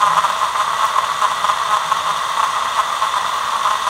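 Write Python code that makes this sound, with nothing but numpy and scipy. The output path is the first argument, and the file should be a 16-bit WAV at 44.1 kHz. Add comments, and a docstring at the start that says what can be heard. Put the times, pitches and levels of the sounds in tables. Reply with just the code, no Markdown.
"""On a kitchen counter, close by, a small cordless blender churns a thick smoothie.
The blade turns some 220 times a second; each bite into fruit drags it, knocks the full jar once a turn and crunches.
Under the bites every turn rattles lightly, pulp patters on the jar, liquid swirls and one tiny tick cracks.
The motor whirs through filtered noise with a short answer from the walls, the housing sings in narrow modes,
the shaft hums as wavering sines and the base shakes on the counter."""
import sys
import numpy as np
from scipy import signal
from scipy.fft import rfft, irfft, next_fast_len
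from scipy.io import wavfile
from scipy.ndimage import map_coordinates

SR = 44100
rng = np.random.default_rng(int(sys.argv[2]) if len(sys.argv) > 2 else 0)


def digitize_waveform(pressure):
    """Quantize a signal to 16-bit integers and store it at the path in sys.argv[1].

    Rows of a 2-D input are taken as channels; values are limited to [-1, 1].
    """
    field = np.atleast_2d(pressure).T
    bounded = np.clip(field, -1, 1)
    quanta = np.round(bounded * 32767).astype(np.int16)
    wavfile.write(sys.argv[1], SR, quanta)


N = 171549  # length in samples


def amp(db):
    """Decibels to gain."""
    return 10 ** (np.asarray(db) / 20)


def unit(x):
    """Scale to rms 1."""
    return x / np.sqrt(np.mean(x ** 2) + 1e-20)


def curve(rows):
    """Automation: (seconds, value) points joined by straight lines."""
    return np.interp(np.arange(N) / SR, *np.transpose(rows))


def wobble(rate):
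    """A smooth random curve with this many knots a second."""
    knots = rng.standard_normal(int(N * rate / SR) + 4)
    return map_coordinates(knots, [np.arange(N) * rate / SR])


def ring(points, size=8192):
    """Minimum-phase impulse response of energy 1 with a colour given as (Hz, dB) points."""
    hz, db = np.transpose(points)
    bins_hz = np.fft.rfftfreq(size, 1 / SR)
    gain = amp(np.interp(np.log(bins_hz + 1), np.log(hz + 1), db))
    # folding the cepstrum forward makes the response causal
    cepstrum = irfft(np.log(np.maximum(gain, 1e-6)))
    cepstrum[1:size // 2] *= 2
    cepstrum[size // 2 + 1:] = 0
    response = irfft(np.exp(rfft(cepstrum)))
    return response / np.linalg.norm(response)


def resonance(hz, width_hz):
    """Impulse response of one mode: a sine that dies faster the wider the resonance."""
    t = np.arange(SR // 3) / SR
    return np.sin(2 * np.pi * hz * t) * np.exp(-np.pi * width_hz * t)


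def through(x, response):
    """x sounding through an impulse response."""
    return signal.fftconvolve(x, response)[:N]


def bell(t, length):
    """Swell and fade, 3 dB down at length / 2 from the centre."""
    return np.exp2(-2 * np.minimum((t / length) ** 2, 20))


# Bites into fruit. Each row: time of the hardest knock in seconds, length in seconds, relative level in dB,
# turns per second in Hz.
BITES = [(0.03, 0.02103, -13, 207.4), (0.0716, 0.0182, -11, 203.4), (0.1203, 0.0533, -21, 208.7),
         (0.169, 0.0086, -13, 203.3), (0.183, 0.0095, -7, 208.5), (0.2445, 0.0077, -9.5, 198),
         (0.252, 0.0198, -15.5, 197.6), (0.301, 0.0099, -12.5, 203.3), (0.4307, 0.026, -16.5, 211.6),
         (0.442, 0.0137, -16, 205.9), (0.6085, 0.023, -14, 207.8), (0.8235, 0.0542, -19, 215.5),
         (0.8407, 0.026, -16, 218.5), (0.961, 0.0085, -17, 214), (0.986, 0.00837, -11, 209),
         (1.045, 0.008, -15, 213), (1.2214, 0.0097, -13.5, 216.6), (1.2358, 0.01575, -12.5, 207.2),
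         (1.2484, 0.012, -12, 205.7), (1.317, 0.00825, -18, 212.5), (1.323, 0.01048, -16.5, 208.3),
         (1.448, 0.00818, -10, 208), (1.498, 0.014, -11, 203.9), (1.715, 0.029, -15.5, 211.6),
         (1.7394, 0.016, -11, 210.8), (1.7695, 0.0075, -11.5, 205), (1.9213, 0.0081, -8.5, 216.8),
         (1.97, 0.00726, -16, 233.1), (2.101, 0.029, -16.5, 204.3), (2.378, 0.0074, -17, 225.2),
         (2.4, 0.01, -12, 221), (2.434, 0.0107, -13, 225.2), (2.4398, 0.016, -13.5, 217.1),
         (2.5613, 0.02054, -18.5, 206.5), (2.781, 0.02095, -16, 223.3), (2.799, 0.014, -11, 213),
         (3.0358, 0.02, -16.5, 216.5), (3.05, 0.0388, -19.5, 218.1), (3.173, 0.014, -13.5, 201.9),
         (3.5615, 0.008, -16, 224.7), (3.661, 0.0333, -17, 207.8), (3.7098, 0.0077, -10, 210.4),
         (3.7316, 0.0243, -19.5, 209.5), (3.8728, 0.0078, -12.5, 200.9)]


def bite_swells():
    """Strength of each bite over time, one row a bite."""
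    t = np.arange(N) / SR
    return np.array([amp(db) * bell(t - s, length) for s, length, db, hz in BITES])


FREE_HZ, DRIFT_HZ = 235.45, 3  # shaft speed unloaded and its random drift
INERTIA_S, GRIP = .06, 9  # how much longer than the bite the drag lasts, and how firm it is


def shaft_angle():
    """Each bite drags the shaft from its free speed towards the bite's own; summed speed gives the angle."""
    t = np.arange(N) / SR
    top_db = max(row[2] for row in BITES)
    total, weight = FREE_HZ + DRIFT_HZ * wobble(14), 1
    for s, length, db, hz in BITES:
        drag = GRIP * amp(2 * (db - top_db)) * bell(t - s, length + INERTIA_S)
        total, weight = total + drag * hz, weight + drag
    return 2 * np.pi * np.cumsum(total / weight) / SR


# Colour of the jar under hard knocks. Each row: frequency in Hz, relative level in dB.
KNOCK_COLOUR = [(200, -49.5), (400, -35.5), (520, -20.5), (630, -14), (730, -20), (850, -7.5), (950, 0),
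                (1060, 2), (1160, 0.5), (1270, -4), (1500, -14.5), (2200, -29), (2700, -24), (3400, -29),
                (4600, -56.5), (6200, -34), (9000, -53), (15000, -57)]
KNOCK_DB, KNOCK_SCATTER_DB, KNOCK_JITTER_S = -0.7, 1.05, .00002


def knocks(swells, force, count=8):
    """In a bite the blade knocks the jar once a turn; where bites overlap the stronger sets the beat."""
    blows = np.zeros(N)
    turns = np.arange(-count, count + 1)
    leader = swells.argmax(0)
    for i, (s, length, db, hz) in enumerate(BITES):
        size, slip = rng.standard_normal((2, len(turns)))
        seconds = s + turns / hz + KNOCK_JITTER_S * slip
        at = np.clip(np.round(seconds * SR).astype(int), 0, N - 1)
        gain = amp(KNOCK_DB + KNOCK_SCATTER_DB * size)
        # the root keeps the power equal whatever the knock rate
        blows[at] += (leader[at] == i) * force[at] * gain * np.sqrt(SR / hz)
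    return through(blows, ring(KNOCK_COLOUR))


# Colour of hard bits crunching. Each row: frequency in Hz, relative level in dB.
CRUNCH_COLOUR = [(1500, -20), (2700, 8), (4800, -14), (6300, 4), (8400, -3), (11000, -4.5), (15500, -24)]
CRUNCH_DB, CRUNCH_PER_S = -31.5, 1200


def crunch(load):
    """Hard bits crackle brightly at random, as loud as the blade is loaded."""
    bits = (rng.random(N) < CRUNCH_PER_S / SR) * rng.standard_normal(N)
    return amp(CRUNCH_DB) * through(unit(bits) * load, ring(CRUNCH_COLOUR))


# Colour of the jar under light knocks and pulp. Each row: frequency in Hz, relative level in dB.
JAR_COLOUR = [(180, -64.5), (300, -32.5), (376, -30.5), (436, -23.5), (510, -19), (634, -12.5), (735, -16),
              (845, -9), (922, -5), (1070, 3), (1160, 0.5), (1250, -2), (1500, -13), (1790, -16),
              (1960, -11.5), (2200, -22), (2400, -23), (3120, -50), (5280, -120)]
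# Shared level of rattle and pulp. Each row: time in seconds, relative level in dB.
PATTER_LEVEL = [(0.0, -19), (0.19, -19.5), (0.49, -21), (0.9, -19.5), (1.19, -21), (1.62, -20),
                (1.72, -20.5), (2.45, -20.5), (2.96, -20.5), (3.7, -20.5), (3.89, -23)]
RATTLE_DB, RATTLE_SPREAD_DB, RATTLE_JITTER_S = -5.5, 6.5, 0.00014


def rattle(angle):
    """Every turn of the shaft gives the jar a light knock of very uneven size."""
    turn = np.flatnonzero(np.diff(angle // (2 * np.pi)))
    size, slip = rng.standard_normal((N // 100, 2))[:len(turn)].T
    at = np.clip(turn + np.round(RATTLE_JITTER_S * SR * slip).astype(int), 0, N - 1)
    blows = np.bincount(at, amp(RATTLE_SPREAD_DB * np.minimum(size, 2)), N)
    return amp(curve(PATTER_LEVEL) + RATTLE_DB) * unit(through(blows, ring(JAR_COLOUR)))


PULP_DB, PULP_PER_S, PULP_SPREAD_DB, PULP_TURN_DB = -1.13, 4000, 2, -1.5


def pulp(angle):
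    """Small bits hit the jar at random, harder on one side of each turn."""
    hits = (rng.random(N) < PULP_PER_S / SR) * rng.choice([-1, 1], N)
    size = amp(PULP_SPREAD_DB * rng.standard_normal(N) + PULP_TURN_DB * np.cos(angle))
    return amp(curve(PATTER_LEVEL) + PULP_DB) * unit(through(hits * size, ring(JAR_COLOUR)))


WALLS_DB, WALLS_T60_S = -6, 0.04  # answer against the direct sound, and its time to fall 60 dB


def walls(x):
    """Add the short answer of the counter and nearby surfaces, a decaying noise tail."""
    t = np.arange(SR // 4) / SR
    tail = rng.standard_normal(len(t)) * amp(-60 * t / WALLS_T60_S)
    return x + amp(WALLS_DB) * through(x, tail / np.linalg.norm(tail))


# Colour of the motor's whir. Each row: frequency in Hz, relative level in dB.
WHIR_COLOUR = [(1290, -22), (2200, -12), (2370, -12), (2630, -1.5), (2910, -4), (3450, 1), (3780, -5.5),
               (4410, -10.5), (5240, -12.5), (5690, -7.5), (6380, -7.5), (7450, -14.5), (8490, -15.5),
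               (9000, -16.5), (9530, -14), (10400, -21.5), (10900, -23), (14200, -26.5), (14900, -28),
               (15600, -32)]
# Level of the whir. Each row: time in seconds, relative level in dB.
WHIR_LEVEL = [(0.0, -31), (0.02, -30), (0.41, -29), (0.51, -31), (0.62, -27.5), (0.68, -31), (0.89, -27.5),
              (0.9, -29.5), (1.44, -29.5), (1.49, -27), (1.53, -29.5), (3.89, -29)]
WHIR_DB, WHIR_TURN_DB, WHIR_FLUTTER_DB = -1, 2, 1.17
LOAD_DB = 3  # rise of whir and housing at full load


def whir(angle, load):
    """Motor and blade hiss through the housing, pulsing with the shaft and rising under load."""
    drive_db = WHIR_TURN_DB * np.cos(angle) + WHIR_FLUTTER_DB * wobble(160) + LOAD_DB * load
    hiss = through(rng.standard_normal(N) * amp(drive_db), ring(WHIR_COLOUR))
    return amp(curve(WHIR_LEVEL) + WHIR_DB) * unit(walls(hiss))


# Narrow resonances of the housing. Each row: frequency in Hz, width in Hz, relative level in dB.
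HOUSING_MODES = [(662.3, 23, -42), (1588, 27, -43), (1944, 22, -40), (2627, 110, -48.5), (3478, 97, -39),
                 (4020, 110, -45), (6350, 100, -47.5), (6800, 44, -49.5), (8380, 130, -44.5),
                 (9190, 120, -52), (11030, 100, -55), (12270, 120, -57), (15300, 160, -56.5)]
HOUSING_DB, HOUSING_WAVER_DB = -1.5, 1.5


def housing(load):
    """The motor, as noise, keeps the housing's resonances singing, a little more under load."""
    modes = np.zeros(N)
    for hz, width_hz, db in HOUSING_MODES:
        level = amp(db + HOUSING_WAVER_DB * wobble(3.84))
        modes += level * unit(through(rng.standard_normal(N), resonance(hz, width_hz)))
    return amp(HOUSING_DB + LOAD_DB * load) * modes


# Colour of the swirling liquid. Each row: frequency in Hz, relative level in dB.
SWIRL_COLOUR = [(15, -63), (25, -39), (41, -20), (54, -0.5), (70, 0), (128, -5), (156, 0.5), (168, 0.5),
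                (195, -11.5), (232, -2.5), (263, -14), (400, -6.5), (520, -44), (880, -120)]
SWIRL_DB = -49


def swirl():
    """The liquid swirls as low, steady filtered noise."""
    return amp(SWIRL_DB) * unit(through(rng.standard_normal(N), ring(SWIRL_COLOUR)))


# Hum of the shaft. Each row: multiple of the shaft speed, relative level in dB.
HUM_PARTIALS = [(1, -12), (2, -11), (3, -0.5)]
HUM_DB, HUM_WAVER_DB = -44, 3.5


def hum(angle):
    """The shaft hums at multiples of its speed, each partial wavering on its own."""
    total = np.zeros(N)
    for order, db in HUM_PARTIALS:
        partial = np.sin(order * angle) * amp(HUM_WAVER_DB * wobble(25.12))
        total += amp(db) * unit(partial)
    return amp(HUM_DB) * total


# Level of the base shaking on the counter. Each row: time in seconds, relative level in dB.
BASE_LEVEL = [(0, 6), (.2, 13), (.4, -4.5), (1.2, 1.5), (2.1, 4), (2.7, -8), (3.2, 0), (3.89, -12)]
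BASE_HZ, BASE_WIDTH_HZ, BASE_DB = 160.6, 12, -53.5


def base():
    """The base shakes on the counter: noise through one low mode."""
    shake = unit(through(rng.standard_normal(N), resonance(BASE_HZ, BASE_WIDTH_HZ)))
    return amp(BASE_DB + curve(BASE_LEVEL)) * shake


# A tiny tick, perhaps a seed on the jar. Each row: start in seconds, relative level in dB.
TICKS = [(0.8535, -11.5)]
TICK_T60_S = 0.0049  # time to fall 60 dB


def ticks():
    """A tiny bright crack: differenced noise that starts at once and dies away."""
    t, out = np.arange(N) / SR, np.zeros(N)
    for s, db in TICKS:
        crack = np.diff(rng.standard_normal(N + 1)) / 4
        out += amp(db - 60 * np.abs(t - s) / TICK_T60_S) * (t >= s) * crack
    return out


def scene():
    """Bites knock, drag the shaft that paces rattle, pulp, whir and hum, and load crunch, whir and housing."""
    swells = bite_swells()
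    force = np.linalg.norm(swells, axis=0)
    load = force / force.max()
    angle = shaft_angle()
    jar = knocks(swells, force) + crunch(load) + rattle(angle) + pulp(angle) + ticks()
    motor = whir(angle, load) + housing(load)
    rumble = swirl() + hum(angle) + base()
    return (jar + motor + rumble)[None]


LOW_CUT_HZ, TOP_HZ = 46, 15750


def record(dry):
    """The microphone rounds off the highest peaks, drops the deep bass and keeps nothing above its band limit."""
    size = next_fast_len(N + SR // 2)
    hz = np.fft.rfftfreq(size, 1 / SR)
    rounded = dry / (1 + np.abs(dry / .97) ** 8) ** (1 / 8)  # never exceeds .97
    bass = 1 - 1 / (1 + (hz / LOW_CUT_HZ) ** 8)
    return irfft(rfft(rounded, size) * bass * (hz < TOP_HZ), size)[..., :N]


dry = scene()
out = record(dry)
digitize_waveform(out)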